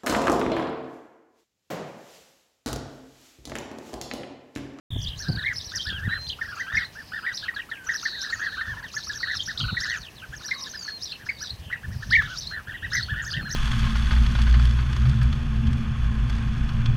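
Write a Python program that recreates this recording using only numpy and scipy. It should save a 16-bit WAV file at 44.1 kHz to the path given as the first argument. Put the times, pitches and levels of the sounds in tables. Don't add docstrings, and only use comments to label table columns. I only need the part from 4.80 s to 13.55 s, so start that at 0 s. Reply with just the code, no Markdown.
import sys
import numpy as np
from scipy import signal
from scipy.fft import rfft, irfft
from scipy.io import wavfile
from scipy.ndimage import uniform_filter1d, map_coordinates

SR = 44100
rng = np.random.default_rng(int(sys.argv[2]) if len(sys.argv) > 2 else 0)


def inscribe(sig):
    pcm = np.round(np.clip(np.atleast_2d(sig).T, -1, 1) * 32767)
    wavfile.write(sys.argv[1], SR, pcm.astype(np.int16))


N = 385875
TIME = np.arange(N) / SR
ONSET_S = .104

# (frequency [Hz], relative density [dB])
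HISS_SPECTRUM = [(18, -28), (30, -15), (69, 3), (108, -1), (203, 0.5), (362, -6), (1120, -8.5),
                 (1450, -16.5), (1700, -4.5), (2100, -12), (3030, -10), (4490, -35.5), (7010, -22.5),
                 (11800, -22.5), (15800, -25.5)]
CHATTER_SPECTRUM = [(2200, -26), (3200, -3), (4200, 1), (5500, 0), (6400, -2), (7200, -17), (9000, -40),
                    (15000, -60)]
WIND_SPECTRUM = [(20, -16), (45, -2.5), (75, 2), (120, -1.5), (180, -10.5), (280, -26), (500, -44),
                 (1200, -54)]
BUFFET_SPECTRUM = [(30, -33), (100, 3.5), (200, -4.5), (400, -25), (900, -31.5), (2000, -70)]
# (time [s], relative level [dB])
CHATTER_ENVELOPE = [(0.2, -89), (0.29, -50.5), (3.08, -49), (3.3, -40.5), (3.79, -43), (4.89, -45),
                    (5.48, -50.5), (5.89, -44), (7.03, -51.5), (7.53, -32), (7.77, -50), (8.75, -49)]
BREEZE_ENVELOPE = [(0.2, -55), (0.32, -39.5), (2.91, -55), (4.8, -40), (5.89, -54), (7.48, -35.5),
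                   (7.75, -44), (8.75, -25.5)]
# (start [s], duration [s], relative level [dB])
GUSTS = [(0.097, 0.16, -30.5), (0.367, 0.25, -38.5), (0.702, 0.058, -41.5), (1.074, 0.2, -32.5),
         (1.422, 0.026, -39), (1.936, 0.033, -39), (3.882, 0.054, -36.5), (4.8, 0.1, -32.5),
         (5.496, 0.029, -40.5), (6.714, 0.062, -39.5), (6.844, 0.068, -42), (7.047, 0.11, -29),
         (7.26, 0.15, -32), (7.515, 0.17, -38.5), (8.023, 0.81, -33.5)]
# (time [s], half-width [s], level [dB])
BUFFETS = [(0.165, 0.0057, -20), (0.496, 0.0099, -21), (0.545, 0.043, -29.5), (1.127, 0.0051, -24.5),
           (1.278, 0.0052, -24.5), (1.969, 0.025, -37.5), (4.823, 0.029, -35), (4.928, 0.0091, -26),
           (8.613, 0.046, -31.5)]
PHRASE_SHAPES = {"trill": (1.1, .94, 69.7, 700, .7), "stutter": (1.2, .89, 29.4, -1000, 1),
                 "swoop": (1.47, .755, 55.5, -700, .9), "wheeze": (1.13, 1, 100.5, -850, .45),
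                 "ripple": (1.17, .955, 55, 0, 1), "whistle": (1.035, .975, 50, 0, .1),
                 "sigh": (1.03, .8, 50, 0, .1), "bow": (.935, .98, 50, 0, .1)}
# (start [s], end [s], kind, middle pitch [Hz], level [dB])
HIGH_PHRASES = [(0.098, 0.356, "trill", 3154, -37.5), (0.477, 0.696, "stutter", 4150, -34),
                (1.119, 1.194, "sigh", 3180, -36.5), (1.286, 1.525, "bow", 4130, -39),
                (2.27, 2.523, "whistle", 4970, -55.5), (2.74, 2.841, "swoop", 3310, -38.5),
                (2.894, 2.994, "swoop", 3020, -42), (3.234, 3.463, "wheeze", 4010, -34.5),
                (3.628, 3.834, "wheeze", 4020, -41), (3.832, 3.966, "sigh", 3380, -53),
                (4.023, 4.118, "swoop", 3320, -44.5), (4.39, 4.589, "wheeze", 4010, -35),
                (4.8, 5.018, "wheeze", 3984, -35), (5.077, 5.17, "swoop", 3050, -36.5),
                (5.208, 5.3, "swoop", 3360, -40), (5.358, 5.45, "swoop", 3160, -43.5),
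                (5.754, 5.813, "whistle", 3830, -41), (5.95, 6.132, "ripple", 4470, -35),
                (6.085, 6.189, "whistle", 4264, -38.5), (6.453, 6.64, "ripple", 4580, -46.5),
                (7.69, 7.761, "whistle", 4160, -41.5), (8.608, 8.723, "whistle", 4160, -46)]
# (start [s], end [s], start pitch [Hz], level [dB])
TWITTERS = [(1.556, 1.896, 5260, -51), (2.08, 2.522, 5230, -54.5), (2.63, 2.706, 3210, -45.5),
            (3.037, 3.116, 6760, -47), (3.865, 4.074, 1120, -52), (5.717, 5.893, 1182, -48.5),
            (6.31, 6.378, 3170, -44), (6.792, 7.025, 3170, -50.5), (7.092, 7.285, 5400, -54),
            (7.396, 7.559, 3590, -45), (7.864, 8.13, 3230, -49), (8.184, 8.453, 3440, -47.5)]
SYLLABLES = { "chirrup": [(-.06, 4000, -20.5, 0.74), (-.034, 4050, -11.5, 0.25), (-.024, 5200, -1, 0.32),
             (-.01, 6100, -0.5, 0.3), (-.002, 6400, -1.5, 0), (.002, 5400, -8, 0), (.007, 4350, -3, 0.78),
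             (.03, 4250, -8, 0.86), (.055, 3800, -8.5, .7), (.068, 4200, -3.5, 0.66), (.076, 4600, 3, 0),
             (.086, 4400, -21, 0.3)], "slide": [(-.012, 4400, -1, 0.52), (0, 6300, -1, .3),
             (.02, 4900, 5, .4), (.031, 3300, -10.5, .2), (.047, 3300, 10.5, .15), (.06, 4060, 0.5, .7),
             (.076, 3400, -7, .6)], "churr": [(-.011, 3040, 4.5, 0.56), (0, 5275, 5, 0.04),
             (.006, 4187, 1.5, 0.44), (.013, 5035, 4.5, 0.5), (.022, 2918, 4, 0.56), (.03, 3680, 9.5, 0.3),
             (.036, 3200, -2, .6), (.045, 3394, 0.5, 0.52), (.06, 2700, 2, 0.14)],
             "arch": [(-.019, 3900, -10, 0.56), (-.008, 5700, -5.5, 0.1), (0, 6150, -6, 0.2),
             (.012, 5550, -3, 0), (.021, 3900, -16.5, 0.02), (.034, 4200, -7.5, .8),
             (.05, 3950, -14.5, 0.9), (.062, 3800, -12, 0.8)]}
# (crest time [s], syllable, pitch [ratio], relative level [dB])
CHIRPS = [(0.226, "slide", 0.997, -38), (0.418, "chirrup", 0.97, -33.5), (0.775, "arch", 0.92, -28),
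          (0.861, "arch", 0.97, -31), (0.959, "slide", 0.94, -32.5), (1.043, "arch", 0.91, -33.5),
          (1.075, "churr", 0.96, -40), (1.478, "churr", 0.98, -38.5), (1.798, "arch", 1.06, -43.5),
          (1.978, "chirrup", 0.92, -36), (2.571, "chirrup", 0.93, -32.5), (3.156, "arch", .97, -27.5),
          (3.241, "arch", 1.01, -30), (3.434, "chirrup", 0.96, -35), (3.542, "arch", 1.14, -37),
          (3.61, "arch", 1.09, -40), (4.17, "chirrup", 1.003, -34), (4.28, "arch", 0.93, -29.5),
          (4.366, "arch", 1.024, -32), (4.556, "slide", 0.95, -34.5), (4.673, "arch", .96, -30.5),
          (4.785, "churr", 0.95, -36), (5.032, "chirrup", 0.99, -32.5), (5.106, "arch", 1.06, -38.5),
          (5.173, "arch", 1.08, -38.5), (5.568, "arch", 1.03, -41.5), (5.674, "chirrup", 0.97, -33.5),
          (5.825, "arch", 0.93, -28.5), (5.909, "arch", 1.04, -35), (6.036, "arch", 1.08, -35),
          (6.249, "chirrup", 0.92, -33), (6.632, "chirrup", 0.93, -34), (7.311, "churr", 0.96, -35),
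          (7.602, "chirrup", 0.96, -32), (8.159, "chirrup", 0.96, -29), (8.466, "arch", 1.095, -33.5),
          (8.515, "churr", 0.97, -37), (8.736, "chirrup", 0.98, -32.5)]
# (crest time [s], duration [s], crest pitch [Hz], level [dB])
QUIPS = [(0.421, 0.049, 1785, -41.5), (.47, 0.052, 1680, -38), (1.09, .08, 1780, -32.5),
         (1.183, 0.12, 1688, -39), (1.255, 0.074, 1860, -32.5), (1.654, .04, 1895, -38),
         (1.7, 0.053, 1690, -36.5), (1.734, 0.031, 1483, -35), (1.778, 0.031, 1380, -36),
         (1.814, .04, 1970, -27.5), (2.026, 0.048, 1980, -30), (2.191, 0.083, 1797, -38.5),
         (2.449, .03, 1620, -34.5), (2.64, 0.031, 1700, -36), (2.799, 0.027, 1897, -31.5),
         (3.155, 0.026, 1835, -28.5), (3.353, 0.07, 1870, -38), (3.49, .09, 1708, -39),
         (3.741, 0.051, 1790, -34.5), (3.793, 0.052, 1600, -30), (3.901, 0.097, 1796, -31),
         (3.987, 0.054, 1834, -37.5), (4.048, 0.046, 1840, -35.5), (4.359, 0.053, 1745, -38),
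         (4.698, 0.047, 1837, -29), (4.808, 0.024, 1414, -36), (4.848, 0.025, 1510, -33),
         (4.895, 0.034, 1500, -31), (5.439, 0.041, 1600, -39.5), (5.542, 0.036, 1736, -36.5),
         (5.652, .035, 1780, -41), (5.874, .03, 1766, -40), (5.952, 0.037, 1754, -37),
         (6.09, 0.03, 1822, -38.5), (6.63, 0.043, 1700, -37.5), (7.047, 0.032, 1804, -36.5),
         (7.233, 0.021, 1797, -33.5), (7.52, 0.094, 1535, -37.5), (7.951, 0.043, 1920, -35),
         (8.047, .05, 1927, -30), (8.146, .025, 1740, -27), (8.319, 0.076, 1770, -30),
         (8.48, 0.056, 1813, -34), (8.667, 0.047, 1703, -34)]
ROLLS = [(0.598, 0.084, 1753, -34.5), (0.681, 0.11, 2140, -26), (0.951, 0.073, 1820, -36.5),
         (1.335, 0.11, 1832, -30), (1.953, 0.18, 1839, -31.5), (2.36, 0.089, 1848, -30.5),
         (2.482, 0.12, 1795, -34.5), (3.112, 0.071, 1854, -30.5), (3.451, 0.053, 1830, -34),
         (3.641, 0.12, 1890, -30.5), (3.847, .08, 1866, -36), (4.51, 0.1, 1857, -28.5),
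         (5.038, 0.069, 1900, -30), (5.119, .14, 1885, -29.5), (5.728, 0.066, 2105, -48),
         (6.933, 0.073, 2057, -36.5), (7.447, 0.078, 1734, -34.5), (7.756, .11, 1823, -33.5),
         (7.898, 0.069, 1780, -36), (8.164, 0.1, 1993, -25.5), (8.394, .12, 1820, -31.5),
         (8.575, 0.12, 1848, -32), (8.717, 0.079, 1790, -38)]
# (middle time [s], duration [s], middle pitch [Hz], level [dB])
DIPS = [(0.519, .2, 1530, -45), (1.146, 0.16, 1574, -42.5), (1.839, 0.16, 1532, -40.5),
        (3.034, 0.23, 1526, -44.5), (3.426, .17, 1550, -40.5), (3.603, 0.22, 1264, -52)]
# (start [s], relative level [dB], pitch [Hz])
YELPS = [(1.3231, -22.5, 1876), (1.6112, -21, 1826), (1.9424, -18.5, 1824), (1.9681, -14.5, 2168),
         (2.4629, -20.5, 1978), (2.484, -23.5, 1955), (2.6806, -20.5, 1914), (2.7608, -25, 1697),
         (2.9125, -24.5, 1832), (3.0898, -18.5, 1908), (3.2525, -18, 1828), (3.524, -19, 1850),
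         (3.6183, -24.5, 1754), (3.6584, -23.5, 1713), (3.8074, -22, 1805), (4.1627, -23, 1773),
         (4.2934, -24, 1703), (4.4277, -20.5, 1903), (4.9662, -19.5, 1954), (5.7099, -18.5, 2108),
         (6.0773, -28, 1755), (6.4875, -19, 2220), (6.9248, -22, 1930)]
# (time [s], pitch [Hz], level [dB])
CLOSE_CALL = [(7.307, 1064, -42), (7.313, 1526, -31.5), (7.326, 1828, -18.5), (7.338, 1833, -15),
              (7.364, 1880, -14), (7.378, 1787, -19.5), (7.399, 1745, -17), (7.414, 1590, -31),
              (7.424, 1150, -29.5)]
# (time [s], half-width [s], rise [Hz])
CLOSE_LEAPS = [(7.337, 0.0041, 257), (7.359, 0.0082, 384), (7.392, 0.00246, 190)]


def undb(db):
    return 10 ** (np.asarray(db) / 20)


def add(track, start, sound):
    i = max(int(start * SR), 0)
    track[i:i + len(sound)] += sound[:max(N - i, 0)]


def wander(rate_hz, size):
    x = np.arange(size) * rate_hz / SR
    return map_coordinates(rng.standard_normal(int(x[-1]) + 3), [x], order=2, mode="nearest")


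def noise(spectrum):
    hz, db = np.transpose(spectrum)
    bins = np.maximum(np.fft.rfftfreq(N, 1 / SR), 1)
    gain = undb(np.interp(np.log(bins), np.log(hz), db))
    shaped = irfft(rfft(rng.standard_normal(N)) * gain, N)
    return shaped / shaped.std()


def background(hiss_db=-50.5, chatter_db=-11, flicker_db=4):
    level_db = np.interp(TIME, *np.transpose(CHATTER_ENVELOPE)) + chatter_db
    chatter = undb(level_db + flicker_db * wander(45, N)) * noise(CHATTER_SPECTRUM)
    return chatter + undb(hiss_db) * noise(HISS_SPECTRUM)


def wind(gust_db=-2, breeze_db=-5, eddy_db=3.5, attack_s=.0067, release_s=.1):
    force = undb(np.interp(TIME, *np.transpose(BREEZE_ENVELOPE)) + breeze_db)
    for start, length, db in GUSTS:
        before = np.maximum(start - TIME, 0) / attack_s
        after = np.maximum(TIME - start - length, 0) / release_s
        force = np.maximum(force, undb(db + gust_db) * np.exp(-before - after))
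    rumble = force * undb(eddy_db * wander(45, N)) * noise(WIND_SPECTRUM)
    blows = sum(undb(db) * np.exp(-((TIME - s) / half) ** 2) for s, half, db in BUFFETS)
    return rumble + blows * noise(BUFFET_SPECTRUM)


def cliff(x, t60_s=.24, gap_s=.005, early_db=-5, early_s=.0063):
    t = np.arange(SR // 2) / SR
    age = np.maximum(t - gap_s, 0)
    decay = undb(-60 * age / t60_s) + undb(early_db) * np.exp(-age / early_s)
    response = rng.standard_normal(len(t)) * (t > gap_s) * decay
    return signal.fftconvolve(x, response / np.linalg.norm(response))[:N]


def whistle(hz, second_db, third_db, throat_hz=1800):
    phase = 2 * np.pi * (np.cumsum(hz) / SR + rng.random())
    lift = np.clip(throat_hz / hz, 1, 1.6) ** 4
    overtones = undb(second_db) * np.sin(2 * phase) + undb(third_db) * np.sin(3 * phase)
    return np.sqrt(2) * (np.sin(phase) + lift * overtones)


def rasp(length, first_hz, last_hz, jitter=.087, shimmer_db=3):
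    size = int(length * SR)
    hz = np.linspace(first_hz, last_hz, size) * (1 + jitter * wander(600, size))
    envelope = undb(shimmer_db * wander(109.4, size)) * signal.windows.tukey(size, .5)
    return envelope * whistle(hz, second_db=-26.5, third_db=-71)


def phrases_and_twitters(fade_s=.013, sweep_share=.794, tilt_db_per_khz=7, twitter_fall=.83):
    out = np.zeros(N)
    for start, end, kind, middle_hz, db in HIGH_PHRASES:
        first, last, rate_hz, sweep_hz, gap = PHRASE_SHAPES[kind]
        t = np.arange(0, end - start, 1 / SR)
        parabola = np.polyfit([0, .5, 1], [first, 1, last], 2)
        glide = middle_hz * np.polyval(parabola, t / (end - start))
        cycle = 2 * np.pi * (rate_hz * t + .006 * wander(20, len(t)))
        sweep = signal.sawtooth(cycle, sweep_share) + .33 * gap ** 3 * wander(501, len(t))
        hz = glide + sweep_hz / 2 * sweep
        pulses = 1 - gap * np.cos(cycle / 2) ** 2
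        tilt = undb(tilt_db_per_khz * (hz - glide) / 1000)
        fade = np.clip(np.minimum(t, t[::-1]) / fade_s, 0, 1)
        add(out, start, undb(db) * pulses * tilt * fade * whistle(hz, second_db=-36, third_db=-50))
    for start, end, first_hz, db in TWITTERS:
        add(out, start, undb(db) * rasp(end - start, first_hz, twitter_fall * first_hz))
    return out


def beak(x, resonance_hz=12000, q=7, boost=1.1):
    return x + boost * signal.lfilter(*signal.iirpeak(resonance_hz, q, fs=SR), x)


def sparrows(flutter_db=4, upper_ratio=1.27, lead_db=-14, lead_s=.05):
    out = np.zeros(N)
    for crest_s, name, pitch, db in CHIRPS:
        s, *columns = np.transpose(SYLLABLES[name])
        t = np.arange(s[0], s[-1], 1 / SR)
        hz, shape_db, rough = (np.interp(t, s, column) for column in columns)
        jitter = [1 + .03 * wander(260, len(t)) + .07 * rough * wander(800, len(t)) for _ in range(2)]
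        lower = whistle(pitch * hz * jitter[0], second_db=-27, third_db=-46)
        upper = whistle(pitch * hz * jitter[1] * upper_ratio, second_db=-36, third_db=-43)
        level_db = db + shape_db + flutter_db * wander(388.2, len(t))
        breath = undb(level_db) * signal.windows.tukey(len(t), .06)
        add(out, crest_s + s[0], breath * (lower + rough ** 2 * upper))
        lead_hz = 6500 * pitch
        add(out, crest_s - lead_s, undb(db + lead_db) * rasp(lead_s, lead_hz, .85 * lead_hz))
    return out


def far_notes(count=28, db=-51):
    low = [ONSET_S, .012, .015, 1450, .2, db - 4, .2]
    high = [N / SR, .03, .04, 1900, .4, db + 4, .8]
    return list(rng.uniform(low, high, (count, len(low))))


def colony_notes(yelp_rise_s=.0109, yelp_droop=.074):
    # (crest time [s], rise [s], fall [s], pitch [Hz], droop [ratio], level [dB], second voice [0-1])
    notes = []
    for calls, droop, share in (QUIPS, .22, .2), (ROLLS, .27, .38), (DIPS, -.16, 0):
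        notes += [(s, length / 2, length / 2, hz, droop, db, share) for s, length, hz, db in calls]
    for s, peak_db, hz in YELPS:
        db = peak_db - 3
        notes += [(s - .017, .008, .005, .8 * hz, .35, db - 14, 0),
                  (s + .0044, .004, .006, 1.14 * hz, yelp_droop, db - 12, 0),
                  (s + yelp_rise_s, yelp_rise_s, .0091, hz, yelp_droop, db, .1),
                  (s + .024, .008, .014, .96 * hz, .25, db - 14, .5)]
    return notes


def close_bee_eater():
    s, hz, db = np.transpose(CLOSE_CALL)
    t = np.arange(s[0], s[-1], 1 / SR)
    leaps = sum(rise * np.exp(-((t - at) / half) ** 4) for at, half, rise in CLOSE_LEAPS)
    contour = uniform_filter1d(np.interp(t, s, hz) + leaps, size=100)
    pitch = contour * (1 + .0055 * wander(414, len(t)))
    breath = undb(np.interp(t, s, db) + .64 * wander(320, len(t)))
    out = np.zeros(N)
    add(out, s[0], breath * whistle(pitch, second_db=-24.5, third_db=-48))
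    return out


def bee_eaters(jitter=.017, roll_hz=(49.6, 99.2), roll_swing=.051, lower_ratio=.86, flick=.2):
    out = np.zeros(N)
    for crest_s, rise, fall, crest_hz, droop, db, share in colony_notes() + far_notes():
        t = np.arange(-rise, fall, 1 / SR)
        away = np.minimum(np.abs(t / np.where(t < 0, rise, fall)), 1)
        arch = crest_hz * (1 - droop * away ** 1.7) * (1 - flick * away ** 10)
        hz = arch * (1 + jitter * wander(298.5, len(t)))
        depth = np.clip(1.76 * share * min((rise + fall) / .06, 1), 0, .95)
        roll = np.cos(2 * np.pi * rng.uniform(*roll_hz) * t + 2 * wander(80, len(t)))
        hz *= 1 + roll_swing * depth * roll
        breath = np.cos(away * np.pi / 2) ** .72 * (1 + depth * roll) / np.sqrt(1 + depth ** 2 / 2)
        lower_hz = hz * lower_ratio * (1 + .0237 * wander(148.8, len(t)))
        buzz_db = 5 * min((rise + fall) / .3, 1) + 11 * (share - .45) + 3 * rng.standard_normal()
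        upper = whistle(hz, second_db=-21 + buzz_db, third_db=-36.5 + buzz_db)
        lower = whistle(lower_hz, second_db=-22.5, third_db=-28)
        add(out, crest_s - rise, undb(db) * breath * (upper + share * lower))
    return out


def scene():
    colony = bee_eaters() + close_bee_eater()
    chirps = undb(-2) * beak(sparrows())
    phrases = phrases_and_twitters()
    echo = cliff(undb(-13.5) * colony + undb(-9) * chirps + undb(-14.5) * phrases)
    return (colony + chirps + phrases + echo + wind() + background())[None]


def record(dry, cutoff_hz=15750):
    gate = np.clip((TIME - ONSET_S) / .003, 0, 1)
    lowpass = signal.ellip(10, .1, 80, cutoff_hz, fs=SR, output="sos")
    return signal.sosfilt(lowpass, dry * gate)


dry = scene()
out = record(dry)
inscribe(out)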